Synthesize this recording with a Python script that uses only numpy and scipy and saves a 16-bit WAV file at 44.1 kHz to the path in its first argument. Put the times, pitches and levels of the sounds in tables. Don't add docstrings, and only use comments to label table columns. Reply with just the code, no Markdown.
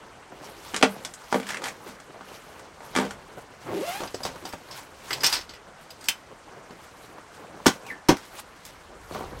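import sys
import numpy as np
from scipy import signal
from scipy.io import wavfile

SR = 44100
rng = np.random.default_rng(int(sys.argv[2]) if len(sys.argv) > 2 else 0)


def pcm_store(signal):
    levels = np.round(np.clip(np.atleast_2d(signal), -1, 1) * 32767)
    wavfile.write(sys.argv[1], SR, levels.astype(np.int16).T)


N = 414539

# pitch in Hz, relative density in dB per Hz.
GRAVEL_SPECTRUM = [(50, -44), (120, 1), (250, 0), (500, 3.5), (1000, -2.5), (2000, -15.5), (4000, -39.5)]


def amp(db):
    return 10 ** (np.asarray(db) / 20)


def rms_one(x):
    return x / np.sqrt(np.mean(x ** 2) + 1e-20)


def in_time(rows):
    s, *columns = np.transpose(rows)
    return [np.interp(np.arange(N) / SR, s, c) for c in columns]


def at_hz(points, hz):
    pitches, values = np.transpose(points)
    return np.interp(np.log(hz), np.log(pitches), values)


def drift(rate_hz):
    step = 40
    pole = np.exp(-2 * np.pi * rate_hz * step / SR)
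    raw = rng.standard_normal(N // step + 2002)
    slow = signal.lfilter([1], [1, -2 * pole, pole * pole], raw)[2000:]
    return np.interp(np.arange(N) / step, np.arange(len(slow)), rms_one(slow))


def bandpass(x, order, low_hz, high_hz):
    return signal.sosfilt(signal.butter(order, [low_hz, high_hz], "band", fs=SR, output="sos"), x)


def split(source):
    edges_hz = 25 * 2 ** np.arange(0, 9.6, .5)
    return [(np.sqrt(low * high), bandpass(source[k % 2], 2, low, high))
            for k, (low, high) in enumerate(zip(edges_hz, edges_hz[1:]))]


def colour(bands, spectrum, patchy_db):
    return rms_one(sum(amp(at_hz(spectrum, hz) + patchy_db * drift(20.6)) * band for hz, band in bands))


def grains(per_s, spread_db, hiss):
    sizes = amp(spread_db * np.minimum(rng.exponential(1, (2, N)), 5))
    sizes = sizes * rng.choice([-1, 1], (2, N))
    clicks = sizes * (rng.random((2, N)) < per_s / SR)
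    return rms_one(clicks) + hiss * rng.standard_normal((2, N))


def swells(rows, idle_db):
    t, out = np.arange(N) / SR, np.full(N, amp(idle_db))
    for s, swell, fade, db in rows:
        at = slice(max(int((s - 3 * swell) * SR), 0), int((s + 3 * fade) * SR))
        climbing = (s - t[at]) / max(swell, .002)
        falling = (t[at] - s) / max(fade, .002)
        out[at] += amp(db - 20 * np.maximum(climbing, falling))
    return out


def rustle(effort, per_s, spectrum, lumpy_db, lumps_per_s):
    lumps = amp(lumpy_db * drift(lumps_per_s))
    bands = split(grains(per_s, spread_db=3.0, hiss=1.0))
    return effort * lumps * colour(bands, spectrum, patchy_db=2.5)


def touch_db(hz, hardness, favoured_hz, rebound):
    favour_db, favour_octaves = 7.5, 0.42
    duller_db, keeps_hz = 1, 497
    tilt = hardness * np.log2(hz / 1000)
    favour = favour_db * np.exp(-.5 * (np.log2(hz / favoured_hz) / favour_octaves) ** 2)
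    dulling = rebound * duller_db * np.maximum(np.log2(hz / keeps_hz), 0)
    return tilt + favour - dulling


def blows(events, modes, crack, noise, ring_db, crack_db, rise_ms, swell_cycles, spread, length, rebound_ms):
    # pitch in Hz, 60 dB decay time in seconds.
    crack_t60 = [(100, 0.17), (500, 0.084), (2000, 0.1), (10000, 0.17)]
    first_touch_db, first_touch_ms = 2, 2.6
    longer_per_db = 0.0027
    most_touches, faintest_db = 6, 24
    t = np.arange(SR // 6) / SR
    out = np.zeros(N + SR)
    hz, level_db, t60 = np.transpose(modes)
    centres, bands = noise
    luck = rng.standard_normal((len(events), most_touches, 3, len(modes)))
    chance = rng.random((len(events), 2, most_touches))
    first_touch = 1 + amp(first_touch_db) * np.exp(-1000 * t / first_touch_ms)
    end = np.minimum(1, 4 * (1 - t / t[-1]))

    def rise(pitch_hz):
        rise_s = rise_ms / 1000 + swell_cycles / pitch_hz
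        return end * (1 - np.exp(-t / rise_s[:, None]))

    ringing = rise(hz) * amp(-60 * t / t60[:, None])
    cracking = rise(centres) * first_touch
    for (s, db, hardness, favoured_hz, loss_db), touches, (gaps, picks) in zip(events, luck, chance):
        crack_s = length * np.exp(longer_per_db * db) * at_hz(crack_t60, centres)
        dying = cracking * amp(-60 * t / crack_s[:, None])
        for k, (strength, detune, phase) in enumerate(touches):
            lost_db = k * abs(loss_db)
            if lost_db > faintest_db:
                break
            force_db = db - lost_db
            pitches = hz * (1 + spread * detune)
            swing = np.sin(2 * np.pi * pitches[:, None] * t + 2 * phase[:, None])
            mode_db = level_db + touch_db(hz, hardness, favoured_hz, k) + 2 * strength
            ring = amp(force_db + ring_db + mode_db) @ (ringing * swing)
            band_db = at_hz(crack, centres) + touch_db(centres, hardness, favoured_hz, k)
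            pick = int(picks[k] * (N - len(t)))
            burst = amp(force_db + crack_db + band_db) @ (dying * bands[:, pick:pick + len(t)])
            at = int((s + rebound_ms / 1000 * np.sum(.8 + .4 * gaps[:k])) * SR)
            out[at:at + len(t)] += ring + burst
    return out[:N]


def outdoors_wash():
    # pitch in Hz, relative density in dB per Hz.
    spectrum = [(15, -36), (25, -7), (394, 1.5), (1230, 2.5), (3520, -11.5), (8140, -15.5), (10400, -82),
                (14000, -57), (16000, -34)]
    return amp(-50) * colour(split(rng.standard_normal((2, N))), spectrum, patchy_db=2.0)


def ground_thumps():
    # loudest moment in seconds, swell in seconds, fade in seconds, level in dB.
    shifts = [(0.68, .3, .4, -60), (3.01, 0.13, 0.44, -54), (4.3, 0.46, 0.2, -54), (5.33, .4, .3, -55),
              (9.4, 0.6, .1, -44.5)]
    rumble = bandpass(rng.standard_normal(N), 2, 30, 110)
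    return swells(shifts, idle_db=-63.5) * rms_one(rumble)


def gravel_scuffs():
    # loudest moment in seconds, swell in seconds, fade in seconds, level in dB.
    scuffs = [(0.32, .05, 0.13, -46), (0.9, .4, 0.35, -43), (1.45, .04, 0.19, -48),
              (1.62, 0.077, 0.24, -52), (1.89, .08, 0.086, -46), (2.37, 0.18, 0.074, -51),
              (2.59, .2, 0.4, -50.5), (3.02, 0.11, 0.18, -39), (3.32, 0.028, 0.054, -50),
              (3.38, 0.018, 0.038, -44), (3.69, 0.087, 0.21, -40), (4.02, 0.067, 0.67, -43),
              (4.78, 0.11, .1, -56), (5.24, 0.11, 0.074, -35), (5.5, 0.037, 0.068, -58), (7.7, 1, .4, -55),
              (9.156, 0.033, .18, -38.5)]
    return rustle(swells(scuffs, idle_db=-54.5), 300, GRAVEL_SPECTRUM, lumpy_db=3.5, lumps_per_s=5.1)


def cloth_rubs():
    # loudest moment in seconds, swell in seconds, fade in seconds, level in dB.
    rubs = [(0.45, 0.079, 0.34, -48), (0.66, 0.072, 0.28, -48.5), (0.9, 0.28, 0.45, -49),
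            (1.36, .12, 0.089, -41), (1.5, 0.051, 0.077, -34.5), (1.658, 0.042, 0.078, -35.5),
            (1.88, 0.091, 0.11, -44), (2.35, 0.21, 0.22, -48.5), (2.58, 0.12, 0.11, -54),
            (2.85, 0.062, 0.17, -50), (3.02, 0.12, 0.15, -40), (3.39, 0.092, 0.079, -51),
            (3.62, 0.023, 0.18, -53), (3.9, 0.18, .3, -37), (4.27, 0.11, 0.088, -45),
            (4.47, .15, 0.11, -46.5), (4.78, 0.17, 0.11, -43), (5.09, 0.15, 0.17, -43),
            (5.34, .15, 0.078, -29.5), (5.818, .02, .05, -52), (6.05, 0.12, 0.15, -50),
            (6.85, 0.13, 0.046, -53), (7.05, .3, 0.25, -58), (7.35, .04, 0.15, -53),
            (7.72, 0.11, 0.13, -44), (7.89, 0.031, 0.054, -44), (8.26, 0.14, 0.13, -49),
            (8.4, 0.088, 0.017, -38), (8.7, 0.3, 0.19, -55), (9.15, 0.12, 0.28, -45), (9.4, 0.052, .1, -51)]
    # pitch in Hz, relative density in dB per Hz.
    spectrum = [(470, -29), (800, -6.5), (1150, -6), (1370, -10.5), (1810, -15.5), (2130, -2.5),
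                (2440, -12), (12800, -22), (16000, -30.5)]
    return rustle(swells(rubs, idle_db=-67), 1500, spectrum, lumpy_db=1.0, lumps_per_s=9.1)


def shoe_crunch(noise):
    # start in seconds, strength in dB, hardness in dB per octave, favoured pitch in Hz,
    # loss per rebound in dB.
    crunches = [(9.11, -27, -2, 420, 7), (9.148, -20.5, 2.5, 430, 2.5), (9.208, -20.5, 1.5, 465, 4)]
    # pitch in Hz, relative level in dB, 60 dB decay time in seconds.
    stones = [(336, 4, .03), (600, -10, 0.027), (1023, 10, 0.027), (1510, -12, .02)]
    return blows(crunches, stones, GRAVEL_SPECTRUM, noise, ring_db=-15, crack_db=4, rise_ms=0.45,
                 swell_cycles=0.36, spread=0.085, length=0.21, rebound_ms=14)


def seat_squeak():
    # loudest moment in seconds, swell in seconds, fade in seconds, level in dB.
    springing = [(7.905, .045, .07, -33)]
    loudest_hz, sag_hz_per_s = 1950, 20000
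    settles_hz, highest_hz = 1780, 2500
    since_loudest = np.arange(N) / SR - springing[0][0]
    hz = np.clip(loudest_hz - sag_hz_per_s * since_loudest, settles_hz, highest_hz)
    level = swells(springing, idle_db=-150) * amp(4.5 * drift(170))
    fluttering_hz = hz * (1 + 0.061 * drift(140))
    return level * np.sin(2 * np.pi * np.cumsum(fluttering_hz) / SR)


def bag_zipper(uneven_db, weak_db):
    # time in seconds, teeth per second, relative level in dB.
    pull = [(3.66, 327, -43), (3.72, 300, -28), (3.76, 370, -24), (3.80, 350, -26.5), (3.856, 680, -27.5),
            (3.9, 700, -23), (3.93, 760, -33), (3.96, 810, -24.5), (4.02, 890, -36)]
    # pitch in Hz, gain in dB.
    tick_colour = [(100, 1), (200, 9.5), (400, 18), (800, -2), (1400, -12), (2400, -8.5), (3500, -14),
                   (6000, -21), (15000, -26.5)]
    even_teeth_per_s = 560
    slow_jitter, fast_jitter = .2, .01
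    teeth, pull_db = in_time(pull)
    t = np.arange(N) / SR
    slowness = np.clip(2 * (1 - teeth / even_teeth_per_s), 0, 1)
    speed = teeth * (1 + (fast_jitter + slow_jitter * slowness) * drift(60))
    tooth = np.floor(np.cumsum(speed) / SR)
    tick_db = uneven_db * drift(97) - weak_db * slowness * (tooth % 2)
    ticks = np.diff(tooth, prepend=0) * np.sqrt(SR / even_teeth_per_s) * amp(tick_db)
    ticks = ticks * amp(pull_db) * (t > pull[0][0]) * (t < pull[-1][0])
    bands = split([ticks + 1e-18, ticks + 1e-18])
    return sum(amp(at_hz(tick_colour, hz)) * band * (-1) ** k for k, (hz, band) in enumerate(bands))


def seat_pats(noise):
    # start in seconds, strength in dB, hardness in dB per octave, favoured pitch in Hz,
    # loss per rebound in dB (sign ignored).
    pats = [(4.004, -24, 1.5, 376.6, 3), (4.035, -23, 1.5, 823, 5), (4.143, -25, 0, 418, 33),
            (4.204, -31, 0, 646, -4), (4.251, -19.5, 3.5, 400, 3), (4.358, -31, 0.5, 900, 30),
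            (4.452, -27, 3, 523, 8), (4.535, -26, 0.5, 781, 30), (6.707, -35, 1, 294, 3),
            (7.182, -35, -0.5, 848, 30), (7.659, -10, 2.5, 790, 33), (7.664, 0, 3, 240, 8),
            (7.865, -34.5, 4.5, 900, 9), (7.918, -35, 1, 260, 7), (8.086, -12.5, 5, 850, 28),
            (8.091, -2.5, 1, 290, 5), (8.168, -33.5, 5.5, 1430, 4), (8.651, -44, 9.5, 388, 1)]
    # pitch in Hz, relative level in dB, 60 dB decay time in seconds.
    seat = [(135, -5, .11), (178, -4, .11), (262, 0, .11), (355, -8, .09), (560, -8, .08), (655, -7, .08),
            (760, -9, .07), (1005, -11, .06), (1340, -14, .06)]
    # pitch in Hz, relative density in dB per Hz.
    crack = [(29, -46), (50, 0), (285, 0), (449, -2.5), (941, -4.5), (1630, -13), (2820, -19.5),
             (3940, -22.5), (5250, -23.5), (15000, -47)]
    return blows(pats, seat, crack, noise, ring_db=-16, crack_db=10.0, rise_ms=0.92,
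                 swell_cycles=0.2, spread=0.046, length=0.52, rebound_ms=12)


def pole_snap(noise):
    # start in seconds, strength in dB, hardness in dB per octave, favoured pitch in Hz,
    # loss per rebound in dB.
    snaps = [(6.085, -5, 0, 2500, 9)]
    # pitch in Hz, relative level in dB, 60 dB decay time in seconds.
    socket = [(2000, -2, .03), (2850, -3, .035), (3060, 0, 0.04), (3420, -3, .03), (4860, -12, .03),
              (5700, -4, 0.04), (7400, -12, .03), (10100, -8, 0.06), (12700, -8, .03)]
    # pitch in Hz, relative density in dB per Hz.
    crack = [(500, -17), (1000, -10), (2000, -15), (2450, -15), (3100, -9), (4000, -20), (5600, -10.5),
             (10000, -19), (15000, -19)]
    return blows(snaps, socket, crack, noise, ring_db=-20.5, crack_db=5, rise_ms=0.75,
                 swell_cycles=0.33, spread=0.025, length=0.35, rebound_ms=8)


def pole_clinks(noise):
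    # start in seconds, strength in dB, hardness in dB per octave, favoured pitch in Hz,
    # loss per rebound in dB (sign ignored).
    clinks = [(4.0736, -29.5, -1.5, 3410, 30), (4.144, -32, 0.5, 5200, 32), (4.2328, -31, 2, 5240, 6),
              (4.4543, -31, 0, 4800, 20), (4.4894, -38.5, 1.5, 15700, 8), (4.5251, -31, -0.5, 1590, 30),
              (4.7102, -26.5, -3, 4670, 1), (5.1063, -13, -3, 1870, 7), (5.1292, -19.5, 1, 3460, 22),
              (5.2056, -22, -3.5, 5370, 5), (5.2334, -11, 0, 1580, 20), (5.242, -7.5, -1, 4200, 3.5),
              (5.2624, -12.5, 1, 5170, 22), (5.3186, -20, -5, 4380, 20), (5.3258, -12.5, -0.5, 4670, 1),
              (5.4094, -27.5, -2.5, 4380, 20), (5.4919, -27.5, -3, 4300, 4), (5.5358, -28.5, -3, 2060, 4),
              (5.9045, -41, 3.5, 3300, 18), (6.0087, -43.5, 1.5, 6850, 15), (6.0402, -37, 1.5, 7090, -1)]
    # pitch in Hz, relative level in dB, 60 dB decay time in seconds.
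    poles = [(3410, 0, 0.032), (4610, 3, 0.055), (4854, 9.5, 0.027), (5100, 8.5, 0.049), (6560, -16, .04),
             (7700, -3, .03), (7960, 5, 0.062), (9900, -8, 0.06), (13300, 0, .05)]
    # pitch in Hz, relative density in dB per Hz.
    crack = [(180, -26), (300, -11.5), (1090, -10), (1250, -8.5), (1970, -7), (2210, -6), (3980, -10),
             (4850, -9.5), (11000, -21), (15000, -26.5)]
    return blows(clinks, poles, crack, noise, ring_db=-18.5, crack_db=3.0, rise_ms=1.7,
                 swell_cycles=0.3, spread=0.0446, length=0.71, rebound_ms=13)


def table_knocks(noise):
    # start in seconds, strength in dB, hardness in dB per octave, favoured pitch in Hz,
    # loss per rebound in dB.
    knocks = [(0.737, -24, -2, 400, 30), (0.743, -16.5, 1.5, 2190, 8), (0.763, -16, 3.5, 400, 9),
              (0.812, -19, 0, 393, 30), (0.826, -1.5, 0, 2970, 23.5), (0.832, -1, -1.5, 484, 12.5),
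              (1.049, -21.5, 2.5, 5840, 20), (1.138, -38.5, 6, 8000, 30), (1.318, -30, 3.5, 202, 30),
              (1.326, -10, -1.5, 606, 36), (1.343, -9, -3, 423, 6), (1.399, -20.5, -0.5, 202, 6),
              (1.43, -31, 1.5, 2300, 30), (1.468, -33, 4.5, 1980, 1), (1.489, -25, 4, 1900, 0),
              (1.544, -22.5, 2, 1880, 30), (1.57, -25, 2.5, 1840, 22), (1.619, -26, 1.5, 890, 1.5),
              (1.64, -24, 4, 1870, 1), (1.684, -31, 5.5, 2090, 30), (1.889, -32, -2, 272, 30),
              (2.001, -37.5, 3, 1160, 30), (2.209, -32, -2, 840, 30), (2.594, -37.5, 3, 1030, 10),
              (2.805, -33, -2, 724, 2), (2.951, -17, 1, 2120, 32), (2.962, -9, 1, 265, 2),
              (2.985, -10.5, -1, 436, 2.5), (3.05, -23.5, 0, 437, 3), (3.108, -26, 2.5, 1140, 15)]
    # pitch in Hz, relative level in dB, 60 dB decay time in seconds.
    wood = [(197.1, -8.5, 0.3), (255, 0.5, 0.082), (454, -9, 0.22), (439, -3, 0.079), (607, -15, 0.17),
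            (700, -39, 0.046), (834, 2, 0.075), (1200, -32, 0.032), (1860, -13, .04), (2050, -5, 0.026),
            (2344, 3, 0.015), (2930, -19, 0.036), (3290, 2, 0.025), (4300, -25, 0.028)]
    # pitch in Hz, relative density in dB per Hz.
    crack = [(53, -46), (90, -29), (194, -19), (448, -13.5), (852, -13), (1420, -13), (2760, -23),
             (3650, -25.5), (7890, -29.5), (15000, -70)]
    return blows(knocks, wood, crack, noise, ring_db=-19, crack_db=12, rise_ms=0.36,
                 swell_cycles=0.17, spread=0.019, length=0.53, rebound_ms=14)


def tent(x):
    t60_s, echo_db, thin_hz, dull_hz = 0.14, -10, 500, 7000
    t = np.arange(SR // 2) / SR
    tail = rng.standard_normal(len(t)) * amp(-60 * t / t60_s) * (t > .003)
    tail = bandpass(tail, 1, thin_hz, dull_hz)
    tail = tail / np.sqrt(np.sum(tail ** 2))
    return x + amp(echo_db) * signal.fftconvolve(x, tail)[:N]


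def scene():
    noise = [np.array(part) for part in zip(*split(rng.standard_normal((2, N))))]
    background = outdoors_wash() + ground_thumps() + gravel_scuffs() + cloth_rubs()
    near = shoe_crunch(noise) + seat_squeak() + bag_zipper(uneven_db=2, weak_db=9.5)
    near = near + pole_snap(noise) + pole_clinks(noise) + table_knocks(noise)
    near = signal.sosfilt(signal.butter(4, 120, "high", fs=SR, output="sos"), near)
    return (tent(near + seat_pats(noise)) + background)[None]


def record(dry):
    cutoff_hz, ceiling = 15850, 1.2
    rounded = ceiling * np.tanh(dry / ceiling)
    return signal.sosfilt(signal.ellip(14, .5, 90, cutoff_hz, fs=SR, output="sos"), rounded)


dry = scene()
out = record(dry)
pcm_store(out)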